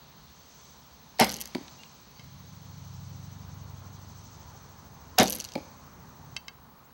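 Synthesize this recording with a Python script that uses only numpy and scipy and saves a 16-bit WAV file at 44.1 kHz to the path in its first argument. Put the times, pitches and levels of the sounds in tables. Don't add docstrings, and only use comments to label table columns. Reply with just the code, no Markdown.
import sys
import numpy as np
from scipy import signal
from scipy.fft import rfft, irfft, next_fast_len
from scipy.io import wavfile
from scipy.ndimage import uniform_filter1d, map_coordinates

SR = 44100
rng = np.random.default_rng(int(sys.argv[2]) if len(sys.argv) > 2 else 0)


def pcm_store(signal):
    levels = np.round(np.clip(np.atleast_2d(signal), -1, 1) * 32767)
    wavfile.write(sys.argv[1], SR, levels.astype(np.int16).T)


def magnitude_from_level(level_db):
    exponent = np.asarray(level_db, float) / 20
    return 10 ** exponent


N = 305613
T = np.arange(N) / SR


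def unit(x):
    return x / np.sqrt(np.mean(x ** 2) + 1e-20)


def along(points, hz):
    f, value = np.transpose(points)
    return np.interp(np.log(hz + 1), np.log(f + 1), value)


def curves(rows):
    s, *columns = np.transpose(rows)
    return [np.interp(T, s, column) for column in columns]


def wobble(rate):
    return map_coordinates(rng.standard_normal(int(N * rate / SR) + 4), [T * rate])


def filtered(x, response):
    m = next_fast_len(len(x) + 8192)
    spectrum = rfft(x, m) * response(np.fft.rfftfreq(m, 1 / SR))
    return irfft(spectrum, m)[:len(x)]


def resonate(x, peaks):
    def response(f):
        total = 0
        for k, (center, width, db) in enumerate(peaks):
            damping = 1j * f * width
            total = total + (-1) ** k * magnitude_from_level(db) * damping / (center * center - f * f + damping)
        return total
    return filtered(x, response)


def patchy_noise(spectrum, patchy_db):
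    z = signal.stft(rng.standard_normal(N + 512), nperseg=512)[2]
    field = uniform_filter1d(rng.standard_normal(z.shape), 5, 0)
    field = uniform_filter1d(field, 12, 1)
    x = signal.istft(z * magnitude_from_level(patchy_db * unit(field)), nperseg=512)[1][:N]
    return unit(filtered(x, lambda hz: magnitude_from_level(along(spectrum, hz))))


def add(track, s, sound):
    part = track[round(s * SR):][:len(sound)]
    part += sound[:len(part)]


def ring(modes, attack, scatter_db, stretch=1, tilt_db=0, hold=0):
    t = T[:SR]
    free = np.maximum(t - hold, 0)
    x = np.zeros(SR)
    for hz, db, t60 in modes:
        start_db = db + tilt_db * np.log2(hz / 2500) + scatter_db * rng.normal()
        x += magnitude_from_level(start_db - 60 * free / (t60 * stretch)) * np.sin(2 * np.pi * hz * t)
    return x * (1 - np.exp(-t / attack))


def bursts(times, levels_db, t60, spike=0):
    out, t = np.zeros(N), T[:SR // 40]
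    for s, db in zip(times, levels_db):
        add(out, s, magnitude_from_level(db - 60 * t / t60) * (rng.standard_normal(len(t)) + spike * (t == 0)))
    return out


def ticks(times, levels_db, peaks, t60, spike):
    out = np.zeros(N)
    for hz, width, db in peaks:
        fresh_db = levels_db + db + 2.2 * rng.standard_normal(len(times))
        blows = bursts(times, fresh_db, t60, spike)
        narrow = resonate(blows, [(hz, width, 0)])
        out += resonate(narrow, [(hz, 2 * width, 0)])
    return out


# pitch in Hz, relative level in dB.
CIRCUIT_COLOUR = [(1000, -8), (2000, -16), (4000, -15.5), (9000, -21.5), (13500, -22), (14800, -24),
                  (16000, -24), (16600, -60)]


def camera_noise():
    line_hz, flutter_hz, dip_s = 15734.3, 13.01, .5215
    flutter = 1 - .5 * np.cos(2 * np.pi * flutter_hz * (T - dip_s))
    whine = flutter * np.sin(2 * np.pi * line_hz * T)
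    return magnitude_from_level(-66.5) * patchy_noise(CIRCUIT_COLOUR, patchy_db=1.9) + magnitude_from_level(-59) * whine


BREAKS = (2.194, 6.3635)
# time in seconds, traffic level in dB.
ROAD_LEVEL = [(0, -59.5), (.6, -62), (1.7, -59), (2.19, -60), (3.3, -58), (4.6, -56), (6.35, -56),
              (6.4, -58), (6.93, -60)]
RUMBLE_ABOVE_ROAD = [4, 4, 3]
# pitch in Hz, relative level in dB.
RUMBLE_COLOUR = [(12, -51), (20, -20), (32, -12), (76, 2.5), (107, -10.5), (139, -2), (247, -10),
                 (267, -17), (450, -22.5), (580, -52), (990, -120)]
TRAFFIC_COLOUR = [(150, -31), (250, 0.5), (312, -10), (530, -6.5), (585, -8), (910, -1.5), (1070, -3),
                  (2540, -21.5), (3500, -32.5), (4550, -46.5), (7700, -120)]
CICADA_COLOUR = [(1650, -10.5), (2800, -9.5), (3310, -7), (3520, -8), (3810, -5), (4480, -4), (4750, -6.5),
                 (5160, -8), (6360, -1), (6580, -6), (7190, -15), (8080, -13), (9000, -35.5), (11700, -50),
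                 (19800, -120)]
# time in seconds, low chorus in dB, high singer in dB before its throb.
CICADA_LEVEL = [(0.2, -61, -67), (.65, -61, -59), (.91, -62, -65.5), (1.3, -61, -65), (1.75, -59.5, -59),
                (2.1, -61, -65), (3.07, -61.5, -61.5), (3.65, -63, -64.5), (4.35, -62.5, -60),
                (4.92, -65, -65), (5.68, -65, -62), (5.95, -68, -66.5), (6.35, -65.5, -65),
                (6.45, -70.5, -75.5), (6.93, -71, -76)]
# time in seconds, throbs per second, depth in dB up and down.
THROB = [(2.5, 10.2, 0), (3.2, 10.7, 2), (3.6, 11.2, 3.2), (4.2, 12.8, 2.6), (4.8, 13.6, 1.8), (5.2, 14, 0)]


def air():
    traffic_db, = curves(ROAD_LEVEL)
    low_db, high_db = curves(CICADA_LEVEL)
    rumble_db = traffic_db + np.array(RUMBLE_ABOVE_ROAD)[np.searchsorted(BREAKS, T)]
    rate, depth_db = curves(THROB)
    throb_db = depth_db * np.sin(2 * np.pi * np.cumsum(rate) / SR)
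    rumble = magnitude_from_level(rumble_db + .6 * wobble(5)) * patchy_noise(RUMBLE_COLOUR, patchy_db=1)
    traffic = magnitude_from_level(traffic_db + 0.61 * wobble(3.09)) * patchy_noise(TRAFFIC_COLOUR, patchy_db=1.0)
    cicadas = patchy_noise(CICADA_COLOUR, patchy_db=0.85)
    low = filtered(cicadas, lambda hz: 1 / (1 + (hz / 5200) ** 16))
    high = cicadas - low
    return rumble + traffic + magnitude_from_level(low_db) * unit(low) + magnitude_from_level(high_db + throb_db) * unit(high)


# time in seconds, engine cycles per second.
ENGINE_SPEED = [(0, 12.0), (3.8, 12.0), (4.5, 11.96), (7, 11.95)]
# time in seconds, deep harmonics in dB, upper harmonics in dB.
ENGINE_LEVEL = [(2.19, -59, -56), (2.6, -52.5, -55), (3.15, -44.5, -49), (3.75, -46.5, -54),
                (4.35, -51.5, -62), (5.1, -62, -68), (6.1, -61, -73), (6.36, -54, -55)]
# order (multiple of the cycle rate), relative level in dB.
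DEEP_ORDERS = [(4, -22), (6, -9), (7, -18), (8, 0), (10, -7.5)]
UPPER_ORDERS = [(11, 0), (12, -3), (13, -6), (14, -4), (16, -11), (17, -15), (22, -14)]


def engine():
    cycle = np.cumsum(curves(ENGINE_SPEED)[0]) / SR
    out = np.zeros(N)
    for level_db, orders in zip(curves(ENGINE_LEVEL), (DEEP_ORDERS, UPPER_ORDERS)):
        for k, db in orders:
            if k % 2:
                phase = k * (cycle + .18) - .27
            else:
                phase = k * (cycle + .085) - .42
            strength = magnitude_from_level(level_db + db + 1.6 * wobble(3.0)) * np.sqrt(2)
            out += strength * np.cos(2 * np.pi * phase)
    return out * ((T > BREAKS[0]) & (T < BREAKS[1]))


# start in seconds, relative level in dB.
BODY_BUMPS = [(3.472, -47), (4.448, -41)]


def bumps():
    out = np.zeros(N)
    for s, db in BODY_BUMPS:
        add(out, s, magnitude_from_level(db + 8) * ring([(78, 0.00074, 0.13)], attack=0.0036, scatter_db=2.0))
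    return out


# start in seconds, length in seconds, first pitch in Hz, last pitch in Hz, level in dB.
WHISTLES = [(1.786, 0.04, 2800, 2800, -52), (1.853, 0.013, 2800, 2790, -54.5),
            (2.157, 0.039, 4550, 4500, -57), (6.836, 0.028, 5800, 8260, -65)]


def birds():
    out = np.zeros(N)
    for s, length, from_hz, to_hz, db in WHISTLES:
        t = T[:round(length * SR)]
        swell = np.sqrt(np.sin(np.pi * t / length))
        add(out, s, magnitude_from_level(db) * swell * signal.chirp(t, from_hz, length, to_hz))
    return out


# pitch in Hz, seconds to die by 60 dB.
TRUNK_DECAY = [(100, 0.32), (1000, 0.64), (5000, 1), (14000, 0.26)]


def trunks(x):
    hz, t, z = signal.stft(rng.standard_normal(SR), SR, nperseg=256)
    fade = magnitude_from_level(-60 * t / along(TRUNK_DECAY, hz)[:, None])
    tail = signal.istft(z * fade, SR, nperseg=256)[1]
    return signal.fftconvolve(np.pad(x, (400, 0)), tail / np.linalg.norm(tail))[:N]


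# start in seconds, relative level in dB,
# relative ring length, treble tilt in dB per octave.
SHAFT_KNOCKS = [(2.195, -36, 2.5, -5.5), (6.3654, -20, 0.62, 0.9), (6.373, -31, 0.48, -3),
                (6.4822, -25, 0.66, -4), (6.489, -45, 0.65, -2)]
# pitch in Hz, relative level in dB,
# seconds to die by 60 dB before each knock stretches or shortens them and the hand damps them.
HOLLOW_SHAFT = [(1186, -19, 0.12), (1614, -18, 0.19), (2150, -4, 0.084), (2670, -3, 0.1),
                (3050, -6.5, 0.039), (3123, -3.5, 0.083), (3870, -5, 0.061), (4574, -6.5, 0.12),
                (5050, -1.5, 0.031), (5631, -20, 0.11), (5940, -14, 0.13), (6200, -11, 0.086),
                (7160, -45, 0.082), (8172, -47, 0.073)]
# start in seconds, relative level in dB.
FAR_SNAPS = [(1.681, -33), (1.834, -32.5), (6.793, -55.5)]


def clacks():
    out = np.zeros(N)
    grip = magnitude_from_level(-60 * T[:SR] / 0.042) + magnitude_from_level(-10.5)
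    for s, db, stretch, tilt_db in SHAFT_KNOCKS:
        tones = ring(HOLLOW_SHAFT, attack=.0001, scatter_db=2.5, stretch=1.5 * stretch, tilt_db=tilt_db)
        add(out, s, magnitude_from_level(db - 11.5) * grip * tones)
    s, db, _, tilt_db = np.transpose(SHAFT_KNOCKS)
    crack = bursts(s, db + tilt_db - 4.0, t60=0.017, spike=4.3)
    snap = bursts(*np.transpose(FAR_SNAPS), t60=0.016, spike=3.8)
    cracks = resonate(crack, [(4550, 2300, 2.4)]) + resonate(snap, [(2800, 1600, 3.9)])
    return out + filtered(cracks, lambda f: 1 / (1 + 1.4j * f / 8000 - (f / 8000) ** 2) ** 2)


# pitch in Hz, width in Hz, relative level in dB.
POINT_ENTRY = [(1160, 220, -3), (2380, 380, -0.5), (4420, 520, -1), (11400, 4000, -23.5)]


def target(hits, foam):
    s, crack_db, boom_db = np.transpose(hits)
    blows = np.zeros(N)
    blows[np.round(s * SR).astype(int)] = magnitude_from_level(boom_db + 38.5)
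    push = filtered(blows, lambda f: 1 / (1 + 1j * f / 1500) ** 2)
    crack = bursts(s, crack_db + 14.5, t60=0.019, spike=1.2)
    return resonate(push, foam) + resonate(crack, POINT_ENTRY)


# time in seconds, relative point crack in dB, relative boom in dB.
ARROW_HITS = [(1.549, -28.5, -21.5), (5.554, -33.5, -20)]
# time in seconds, relative boom in dB.
TRUNK_ECHOES = [(1.5654, -31), (1.5819, -35), (1.61, -38), (5.571, -36), (5.578, -29), (5.585, -35),
                (5.603, -40.5)]
# pitch in Hz, width in Hz, relative level in dB.
FOAM_ONE = [(262, 97, 6), (362, 117, 2), (580, 210, -8.5), (990, 84, -9.5)]
FOAM_TWO = [(242, 107, 1.5), (327, 82, 1), (532, 76, 0.5), (870, 61, -2.5)]


def targets():
    boom_s, entry_db, echo_crack_db = 0.00513, -10, -14.5
    rows = []
    for s, crack_db, boom_db in ARROW_HITS:
        push_db = boom_db + entry_db
        rows.append((s, crack_db, push_db))
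        rows.append((s + boom_s, push_db + echo_crack_db, boom_db))
    rows = np.array(rows + [(s, db + echo_crack_db, db) for s, db in TRUNK_ECHOES])
    first = rows[:, 0] < BREAKS[0]
    return target(rows[first], FOAM_ONE) + target(rows[~first], FOAM_TWO)


# time in seconds, relative shaft tick in dB, relative steel head tick in dB.
QUIVER_SWINGS = [(1.2213, -38, -34), (1.2459, -23, -23.5), (1.2708, -33, -29), (1.2932, -23.5, -29),
                 (1.3175, -27, -26), (1.3414, -25.5, -30.5), (1.366, -28, -29.5), (1.413, -26, -21.5),
                 (5.2095, -26, -23), (5.2335, -23.5, -25.5), (5.2583, -27, -30), (5.2809, -22.5, -26.5),
                 (5.305, -25, -17), (5.3289, -24, -21), (5.354, -31, -21), (5.401, -24, -27),
                 (5.449, -27.5, -34)]
# time in seconds, relative shaft tick in dB, relative head tick in dB.
SINGLE_TAPS = [(1.187, -34, -58), (1.199, -11.5, -11), (1.2098, -16.5, -36), (1.2434, -24, -18.5),
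               (1.386, -37, -48), (1.4007, -35, -32), (1.4378, -41, -50), (1.4564, -29.5, -29),
               (1.4744, -38, -36), (5.1859, -4, -7.5), (5.199, -12, -30.5), (5.231, -22, -16),
               (5.3714, -36.5, -54.5), (5.386, -42, -33), (5.4214, -33.5, -41), (5.488, -34, -53),
               (5.52, -37, -52), (5.5368, -37, -47)]
# pitch in Hz, width in Hz of the first filter, relative level in dB.
SHAFT_TICK = [(3040, 750, -4), (4500, 950, 0), (6110, 860, 1), (8170, 640, -9)]
HEAD_TICK = [(8700, 900, -7.5), (10100, 1200, -3.5), (11660, 1060, 1), (13500, 690, -12)]


def quiver():
    main = np.array(QUIVER_SWINGS)
    luck = rng.standard_normal((len(main), 2, 3)) * [.0006, 3.5, 3.5]
    lead = main + [-.0062, -6, -6] + luck[:, 0]
    trail = main + [.0076, -7, -7] + luck[:, 1]
    s, tick_db, head_db = np.vstack([SINGLE_TAPS, main, lead, trail]).T
    chance = rng.random((len(s), 2))
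    s = np.append(s, s + 0.0022 + .008 * chance[:, 0])
    drop_db = 10.0 + 16.0 * chance[:, 1]
    tick_db = np.append(tick_db, tick_db - drop_db)
    head_db = np.append(head_db, head_db - drop_db)
    shaft = ticks(s, tick_db + 5, SHAFT_TICK, t60=0.013, spike=5.9)
    head = ticks(s, head_db + 3, HEAD_TICK, t60=0.0058, spike=6.6)
    return shaft + head


# time in seconds, string hiss in dB, shaft note in dB, delay of the limb slam
# in seconds, limb slam in dB; all levels are relative.
RELEASES = [(1.1941, -22.5, -13, .016, -10.5), (5.182, -23, -13.5, .015, -8.5)]
# pitch in Hz, relative level in dB.
SCRAPE_COLOUR = [(590, -36.5), (1000, -8.5), (1790, -6.5), (2130, -2.5), (2530, -9), (3120, -6), (4070, -8),
                 (4900, -7), (6630, -21), (9060, -23.5), (9720, -23), (11800, -27), (16000, -44)]
SHUDDER_COLOUR = [(60, -25), (130, -5.5), (230, -2), (400, -3), (700, -3.5), (1000, -14), (1600, -32),
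                  (3000, -55)]
# pitch in Hz, relative level in dB,
# seconds to die by 60 dB (for the shaft, once it is free).
SHAFT_TONES = [(738.4, -3.5, 0.072), (622, -10.5, 0.046), (895, -13, 0.057), (463, -14.5, .05)]
LIMB_TONES = [(66.1, -18, 0.75), (230.4, 7, 0.095), (194, -8, 0.41), (224, -12.5, 0.53), (289, -16, 0.47),
              (390, -5, 0.14), (471, -4, 0.15), (508, -13.5, 0.49), (576, -7, 0.15), (772, -3.5, 0.2),
              (885, -8, .12), (1160, -20.5, .12), (1360, -22, 0.11), (2140, -2, 0.098)]


def release():
    out, t = np.zeros(N), T[:SR // 2]
    scrape = patchy_noise(SCRAPE_COLOUR, patchy_db=3.0)
    shudder = patchy_noise(SHUDDER_COLOUR, patchy_db=3.5)
    slip = magnitude_from_level(np.minimum(5000 * (t - .022), 0))
    soak, shimmer = magnitude_from_level(-60 * np.maximum(t - .05, 0) / 0.13), magnitude_from_level(-20.0 - 60 * t / 1.1)
    drive = slip * (soak + shimmer)
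    shake_fade = magnitude_from_level(0.5 - 60 * t / 0.18) + magnitude_from_level(-26.5 - 60 * t / 0.82)
    shake = (1 - np.exp(-t / 0.0032)) * shake_fade
    for s, hiss_db, shaft_db, delay, slam_db in RELEASES:
        start = round(s * SR)
        add(out, s - .02, magnitude_from_level(hiss_db) * drive * scrape[start:][:len(t)])
        add(out, s, magnitude_from_level(shaft_db) * ring(SHAFT_TONES, attack=0.0014, scatter_db=0.5, hold=0.014))
        add(out, s + delay, magnitude_from_level(slam_db - 6.5) * shake * shudder[start:][:len(t)])
        add(out, s + delay, magnitude_from_level(slam_db - 11) * ring(LIMB_TONES, attack=0.0027, scatter_db=0.5))
    return out


def scene():
    bow, knocks, foam = release() + quiver(), clacks(), targets()
    echo = trunks(magnitude_from_level(-22.5) * bow + magnitude_from_level(-13.5) * foam + magnitude_from_level(-27.0) * knocks)
    background = air() + engine() + bumps() + birds()
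    return (bow + foam + knocks + echo + background)[None]


def low_pass(x):
    return signal.sosfilt(signal.butter(12, 16980, fs=SR, output="sos"), x)


def record(dry):
    sound = filtered(dry[0], lambda f: (f / np.hypot(f, 38)) ** 3)
    mix = (sound + camera_noise())[None]
    return low_pass(mix)


dry = scene()
out = record(dry)
pcm_store(out)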